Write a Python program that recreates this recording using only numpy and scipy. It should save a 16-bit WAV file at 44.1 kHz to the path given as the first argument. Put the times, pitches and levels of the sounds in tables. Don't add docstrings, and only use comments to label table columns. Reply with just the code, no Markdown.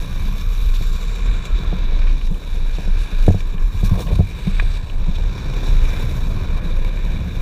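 import sys
import numpy as np
from scipy import signal
from scipy.fft import next_fast_len
from scipy.io import wavfile
from scipy.ndimage import uniform_filter1d

SR = 44100
rng = np.random.default_rng(int(sys.argv[2]) if len(sys.argv) > 2 else 0)


def output_pcm(signal):
    pcm = np.clip(np.atleast_2d(signal).T, -1, 1) * 32767
    wavfile.write(sys.argv[1], SR, np.round(pcm).astype(np.int16))


def rack_gain(trim_db):
    fader = np.asarray(trim_db, float)
    return 10 ** (fader / 20)


N = 326781
TIME = np.arange(N) / SR


def rms_one(x):
    return x / np.sqrt(np.mean(x ** 2) + 1e-20)


def in_time(rows):
    seconds, *columns = np.transpose(rows)
    return [np.interp(TIME, seconds, column) for column in columns]


def at_hz(points, hz):
    point_hz, db = np.transpose(points)
    return np.interp(np.log(hz), np.log(point_hz), db)


def hump(start, length):
    return np.sin(np.pi * np.clip((TIME - start) / length, 0, 1))


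def drift(rate_hz):
    every, settle = 40, 2000
    pole = np.exp(-2 * np.pi * rate_hz * every / SR)
    noise = rng.standard_normal(N // every + settle + 2)
    slow = signal.lfilter([1], [1, -2 * pole, pole * pole], noise)[settle:]
    return np.interp(np.arange(N) / every, np.arange(len(slow)), rms_one(slow))


def band(x, low_hz, high_hz, order=2):
    sos = signal.butter(order, [low_hz, high_hz], "band", fs=SR, output="sos")
    return signal.sosfilt(sos, x + 1e-18)


def ring(clicks, hz, t60):
    pole = rack_gain(-60 / (t60 * SR))
    turn = 2 * np.pi * hz / SR
    return signal.lfilter([0, np.sin(turn)], [1, -2 * pole * np.cos(turn), pole * pole], clicks + 1e-18)


def evened(x, share, seconds):
    envelope = np.abs(signal.hilbert(x, next_fast_len(N))[:N])
    level = uniform_filter1d(envelope, int(seconds * SR))
    return rms_one(x / (level + 1e-3) ** np.clip(share, 0, 1))


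def bank(source, spectrum, edges, gain_db, patchy_db):
    out = 0
    for k, (low, high) in enumerate(zip(edges, edges[1:])):
        hz = np.sqrt(low * high)
        flicker_db = patchy_db * (drift(24.0) + 1.2 * drift(1.0))
        level_db = at_hz(spectrum, hz) + gain_db(hz) + flicker_db
        out = out + rack_gain(level_db) * band(source[k % 2], low, high)
    return out


# time in seconds, rolling load in dB, softness in dB, dustiness in dB.
TRACK = [(0.0, -41, 1.5, -53.5), (0.82, -40, -7, -53.5), (1.48, -39.5, 0.5, -63), (2.0, -39.5, 1, -64),
         (2.31, -43, 0, -60.5), (3.03, -38, -2, -61), (3.2, -39.5, 0, -58.5), (3.42, -43.5, 1.5, -63),
         (3.73, -44.5, -1, -58.5), (3.98, -39, 0, -55.5), (4.27, -41.5, -3, -61),
         (4.58, -37.5, -3.5, -58.5), (4.93, -42.5, 0.5, -63), (5.51, -38.5, 2, -61.5),
         (5.86, -36.5, 2.5, -53), (6.19, -40, 5, -54), (6.4, -39, 4, -61.5), (7.41, -40, 0, -59.5)]
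# middle in seconds, length in seconds, change in dB, frequency in Hz where it is felt most.
PATCHES = [(0.02, 0.042, 4, 8000), (0.397, 0.059, 5.5, 5000), (0.757, 0.056, 7, 4990),
           (0.837, 0.067, 3.5, 3920), (1.285, 0.082, 5, 1300), (1.457, 0.04, 9, 6880),
           (1.565, 0.068, 5.5, 3280), (1.592, 0.049, -4.5, 1510), (2.026, 0.035, 4, 2490),
           (2.089, 0.085, 5.5, 2470), (2.256, 0.067, 5, 8000), (2.335, 0.19, -5.5, 3158),
           (2.757, .08, 4, 5990), (3.023, 0.12, 8, 9120), (3.292, 0.3, 6.5, 7895), (3.398, 0.052, 8, 5996),
           (3.578, 0.12, -6.5, 6820), (3.784, 0.12, 4.5, 5040), (3.856, 0.076, 11, 7150),
           (4.006, 0.073, 11, 7900), (4.05, 0.057, -10, 1515), (4.157, 0.028, 7.5, 6000),
           (4.246, 0.066, -3, 1500), (4.601, 0.049, 7.5, 2000), (4.752, 0.091, 4.5, 4010),
           (4.961, 0.064, -4, 4000), (5.159, 0.034, 10, 5000), (5.674, 0.12, 4, 8090),
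           (6.29, 0.054, -6, 2480), (6.609, 0.079, -7, 5940)]
# frequency in Hz, level in dB per Hz.
ROAR_SPECTRUM = [(220, -1), (400, -5), (1000, -14), (2500, -18), (5000, -20.5), (8000, -31.5), (15000, -33)]
FOLLOW_LOAD = [.8, 1.3, 1.1, 0.19, .01]
FOLLOW_SOFT = [1.01, .5, -.2, .01, .01]
FOLLOW_DUST = [.01, .01, 0.17, 0.55, 0.8]


def tyres():
    load, soft, dust = [curve - curve.mean() for curve in in_time(TRACK)]
    centres = np.log([480, 1300, 3200, 7300, 12800])
    surge, lumps = drift(22), drift(136)
    every = 40
    humps = np.array([db * hump(s - long / 2, long)[::every] ** 2 for s, long, db, _ in PATCHES])
    felt_hz, reach_octaves = np.array(PATCHES)[:, 3], 1.3

    def gain_db(hz):
        def share(weights):
            return np.interp(np.log(hz), centres, weights)

        ground = share(FOLLOW_LOAD) * load + share(FOLLOW_SOFT) * soft + share(FOLLOW_DUST) * dust
        reach = np.exp(-(np.log2(hz / felt_hz) / reach_octaves) ** 2)
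        patches = np.interp(TIME, TIME[::every], reach @ humps)
        lively = share([0.77, 0.35, 0.49, 0.56, 0.75])
        return ground + patches + lively * (surge + 3.1 * lumps)

    sizes = rack_gain(7.8 * np.minimum(rng.exponential(1, N), 5)) * rng.choice([-1, 1], N)
    grains_per_s = 900 * rack_gain(3 * surge)
    grains = rms_one(sizes * (rng.random(N) < grains_per_s / SR))
    source = rng.standard_normal((2, N)) + 0.4 * grains
    edges = np.geomspace(230, 16500, 19)
    return rack_gain(-41.0) * rms_one(bank(source, ROAR_SPECTRUM, edges, gain_db, patchy_db=0.84))


# time in seconds, peak in dB, dull share in dB, bright share in dB.
STONES = [(0.1286, -29, -12, -12), (0.384, -31, -13, -17), (0.7415, -26, -17, -14), (1.453, -22, -15, -14),
          (2.0725, -28, -5, -31), (2.2134, -27, -7, -16), (2.2726, -31, -3, -17), (2.3448, -29.5, -13, -19),
          (3.2669, -34.5, 5, 3), (3.2849, -26.5, 3, 0), (3.4051, -32, -1, -9), (3.5808, -34, -7, -20),
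          (3.848, -34, -13, -12), (3.99, -31, -16, -14), (4.0715, -21.5, -13, -22), (4.5981, -28, 14, -20),
          (4.779, -39, -18, -20), (4.898, -24, -13, -27), (5.1617, -43, -18, -18), (5.5368, -32, -11, -12),
          (5.967, -39, -1, -13), (6.4196, -41, -6, -15)]


def stones():
    length = 900
    out = np.zeros((3, N + 2000))
    decay = np.exp(-np.arange(length) / (0.0026 * SR))
    bursts = rng.standard_normal((len(STONES), length)) * decay
    bursts[:, 0] += 5.5
    for (s, db, dull_db, bright_db), burst in zip(STONES, bursts):
        at = round(s * SR)
        colours_db = np.array([[dull_db], [0], [bright_db]])
        out[:, at:at + length] += rack_gain(db + colours_db) * burst
    dull, middle, bright = out[:, :N]
    thud = rack_gain(-19.0) * ring(dull, hz=1770, t60=0.0066)
    thud = thud - rack_gain(-33) * ring(dull, hz=2470, t60=0.011)
    thud = thud + rack_gain(-32.5) * ring(dull, hz=1125, t60=0.024)
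    return thud + rack_gain(0.5) * band(middle, 2600, 3300) + rack_gain(-5.5) * band(bright, 5600, 13000)


# start in seconds, end in seconds, frequency in
# Hz, width in Hz, level in dB.
TURNS = [(-.3, 1.8, 1130, 131, 4), (.3, 1.48, 470, 59.3, 5), (.5, 1.9, 1360, 90, 4),
         (0.598, 1.65, 7300, 600, 4), (0.1, 1.25, 12200, 2200, -2.5), (2.1, 3.8, 10300, 500, -9),
         (2.6, 4.2, 1641, 129, -1.5), (3.298, 4.33, 1112, 119.3, 5.5), (3.7, 4.4, 9100, 400, 5.5),
         (3.7, 4.3, 15130, 800, 8), (4.2, 5.04, 8200, 510, 5), (5.0, 5.87, 5630, 304.7, -8),
         (5.6, 6.3, 10300, 498, -10), (5.7, 6.3, 2000, 250.1, 0), (6.499, 8.6, 533, 69.3, 1)]


def turning(x):
    out = x.copy()
    for start, end, hz, width_hz, db in TURNS:
        a, b = max(int(start * SR), 0), min(int(end * SR), N)
        swell = np.sin(np.pi * (TIME[a:b] - start) / (end - start))
        favoured = band(x[a:b], hz - width_hz / 2, hz + width_hz / 2, order=1)
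        out[a:b] += rack_gain(db) * swell * favoured
    return out


# frequency in Hz, width in Hz, gain in dB.
CASE = [(470, 146, 3.5), (778, 59, -1.5), (1027, 195, 9), (1645, 383, 7.5), (2000, 300, -5.5),
        (2363, 397, 13.5), (3254, 87, -9.5), (3548, 344, 9), (3862, 256, 11.5), (5060, 226, -11),
        (5460, 450, 6.5), (6700, 810, 3.5), (7300, 350, 4.5), (8060, 130, 1), (8240, 730, 0),
        (10300, 640, 3), (11100, 400, -6), (12220, 1300, 2.5), (13800, 700, 2)]


def case(x):
    sos = []
    for hz, width_hz, db in CASE:
        w, g = 2 * np.pi * hz / SR, rack_gain(db / 2)
        a = np.sin(w) * width_hz / hz / 2
        middle = -2 * np.cos(w)
        section = np.array([1 + a * g, middle, 1 - a * g, 1 + a / g, middle, 1 - a / g])
        sos.append(section / (1 + a / g))
    return signal.sosfilt(sos, x)


# time in seconds, peak in dB, deep share in dB, hard share in dB.
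JOLTS = [(0.809, -25.5, -3, -11), (1.726, -21, -15, -9), (2.308, -19, -30, -34), (2.783, -24.5, -14, -9),
         (2.874, -25, -16, -12), (3.119, -28.5, -6, -21), (3.279, -9.5, 0, -4), (3.303, -14, 1.5, -11),
         (3.343, -16, -6, -12), (3.54, -26, -7, -21), (3.743, -31.5, 11, -14), (3.829, -15.5, -3, -17),
         (3.913, -11, -0.5, -29), (3.946, -41, -6, -15), (3.974, -35, -8, 4), (4.003, -26.5, -21, -4),
         (4.122, -18.5, 1, -25), (4.19, -10, -1, -18), (4.203, -23, 5, -2.5), (4.469, -11, -25, -25),
         (4.623, -42, 12, 6), (5.082, -16.5, -28, -29)]
# frequency in Hz, level in dB, t60 in seconds.
MOUNT = [
    [(64, 2.5, 0.11), (96.6, 7.5, 0.16)],
    [(147.4, 2, 0.07), (186.06, 0.5, 0.14), (213, -6, 0.076)],
    [(303, -4, 0.076), (400, 6.5, 0.019), (468, 8, 0.032), (600.6, 5, 0.027), (706, 1, 0.054),
     (900, -8, .014)],
]
CONTACT_HZ = [334, 330, 770]
LEAD_S = [.004, 0.0048, 0.00039]


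def jolts():
    seconds, peak_db, deep_db, hard_db = np.transpose(JOLTS)
    at = np.round((seconds + 0.00211) * SR).astype(int)
    spread_db = iter(rng.normal(0, 1.1, (len(at), 11)).T)
    shares_db = [deep_db + 2.2, 0 * peak_db + 3.1, hard_db]
    out = np.zeros(N)
    for share_db, part, contact_hz, lead in zip(shares_db, MOUNT, CONTACT_HZ, LEAD_S):
        sound = np.zeros(N)
        is_hard = len(part) > 3
        for k, (hz, db, t60) in enumerate(part):
            clicks = np.zeros(N)
            clicks[at - round(lead * SR)] = rack_gain(peak_db + share_db + db + next(spread_db))
            sign = 1 if is_hard else (-1) ** k
            sound += sign * ring(clicks, hz, t60)
        out += signal.sosfilt(signal.butter(3, contact_hz, fs=SR, output="sos"), sound)
    return rack_gain(-1.5) * out


# time in seconds, level in dB.
RUB = [
    (3.9, -42),
    (4.0, -29.5),
    (4.038, -50),
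    (4.12, -25.5),
    (4.17, -50),
]


def rub():
    slips = rng.standard_normal((6, N)) * (rng.random(N) < 420 / SR)
    hard_modes = MOUNT[2][1:]
    sound = sum(rack_gain(db) * ring(row, hz, t60) for row, (hz, db, t60) in zip(slips, hard_modes))
    dragging = (TIME > RUB[0][0]) & (TIME < RUB[-1][0])
    return rack_gain(in_time(RUB)[0] - 1.0) * dragging * evened(sound, share=0.7, seconds=0.018)


# start in seconds, length in seconds, top in dB, pumping rate in Hz.
GUSTS = [(-.1, 0.16, -16.5, 30), (0.076, 0.35, -18, 25.35), (0.419, 0.12, -14.5, 30.5),
         (0.488, 0.39, -12.5, 31.5), (0.836, 0.16, -13, 29.5), (0.98, 0.23, -20, 33.5),
         (1.192, 0.23, -12.5, 30.03), (1.484, 0.12, -13, 30.95), (1.619, 0.13, -15, 30),
         (1.738, 0.32, -13, 27.22), (1.982, 0.22, -10.5, 29), (2.199, 0.19, -15.5, 28.8),
         (2.445, 0.38, -15, 27.72), (2.819, 0.25, -11.5, 28.12), (3.112, 0.26, -10.5, 26.2),
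         (3.334, 0.28, -18.5, 25.03), (3.572, 0.14, -12, 28.97), (3.744, 0.25, -13, 30.56),
         (4.02, 0.27, -17, 37.85), (4.42, 0.43, -14.5, 30.13), (4.899, .29, -13.5, 25.57),
         (5.16, 0.17, -15.5, 30.84), (5.423, 0.24, -19, 31.45), (5.621, .33, -10.5, 31.24),
         (5.926, 0.21, -20, 26.9), (6.1, 0.36, -18.5, 27.52), (6.452, 0.17, -16.5, 26.04),
         (6.608, 0.42, -15, 26.4), (6.957, 0.25, -17, 32.13), (7.345, 0.14, -15.5, 27.65)]
# time in seconds, level in dB.
AIRFLOW = [(0.0, -29.5), (0.33, -26.5), (0.56, -36), (1.15, -33), (1.51, -29), (1.92, -33), (2.19, -36),
           (2.83, -36.5), (3.63, -37), (4.02, -25), (4.33, -32), (4.66, -32.5), (5.53, -27), (5.92, -26),
           (6.31, -24), (7.02, -28.5), (7.22, -22), (7.41, -29.5)]
# frequency in Hz, level in dB per Hz.
RUMBLE = [
    (50, 4.5),
    (80, 4),
    (120, -2),
    (190, -3),
    (250, -30),
]


def wind():
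    start, length, _, gust_hz = np.transpose(GUSTS)
    fullness = 0.96
    calm = rack_gain(-29)
    gusts = sum(rack_gain(db) * np.abs(hump(s, long)) ** fullness for s, long, db, _ in GUSTS)
    hz = np.interp(TIME, start + length / 2, gust_hz) * (1 + 0.1 * drift(8.17))
    noise = rng.standard_normal((3, N))
    pump = np.sqrt(2) * np.sin(2 * np.pi * np.cumsum(hz) / SR)
    buffet = pump + rack_gain(-6.5) * rms_one(band(noise[0], 14.6, 46.7))
    buffet = rack_gain(-0.45) * (calm + gusts) * evened(buffet, share=0.51, seconds=0.042)
    rumble = bank(noise[1:], RUMBLE, np.geomspace(45, 260, 7), lambda hz: 0, patchy_db=1.44)
    rumble = rack_gain(in_time(AIRFLOW)[0] + 0.9) * evened(rumble, share=0.16, seconds=0.11)
    return buffet + rumble


def scene():
    airborne = case(turning(tyres()) + stones())
    mix = airborne + wind() + jolts() + rub()
    return mix[None]


def band_limit(x):
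    return signal.sosfilt(signal.butter(12, 15460, fs=SR, output="sos"), x)


def record(dry):
    rounded = 1.111 * np.tanh(dry / 1.131)
    top_cut = signal.cheby2(20, 60, 15480, fs=SR, output="sos")
    return band_limit(signal.sosfilt(top_cut, rounded))


dry = scene()
out = record(dry)
output_pcm(out)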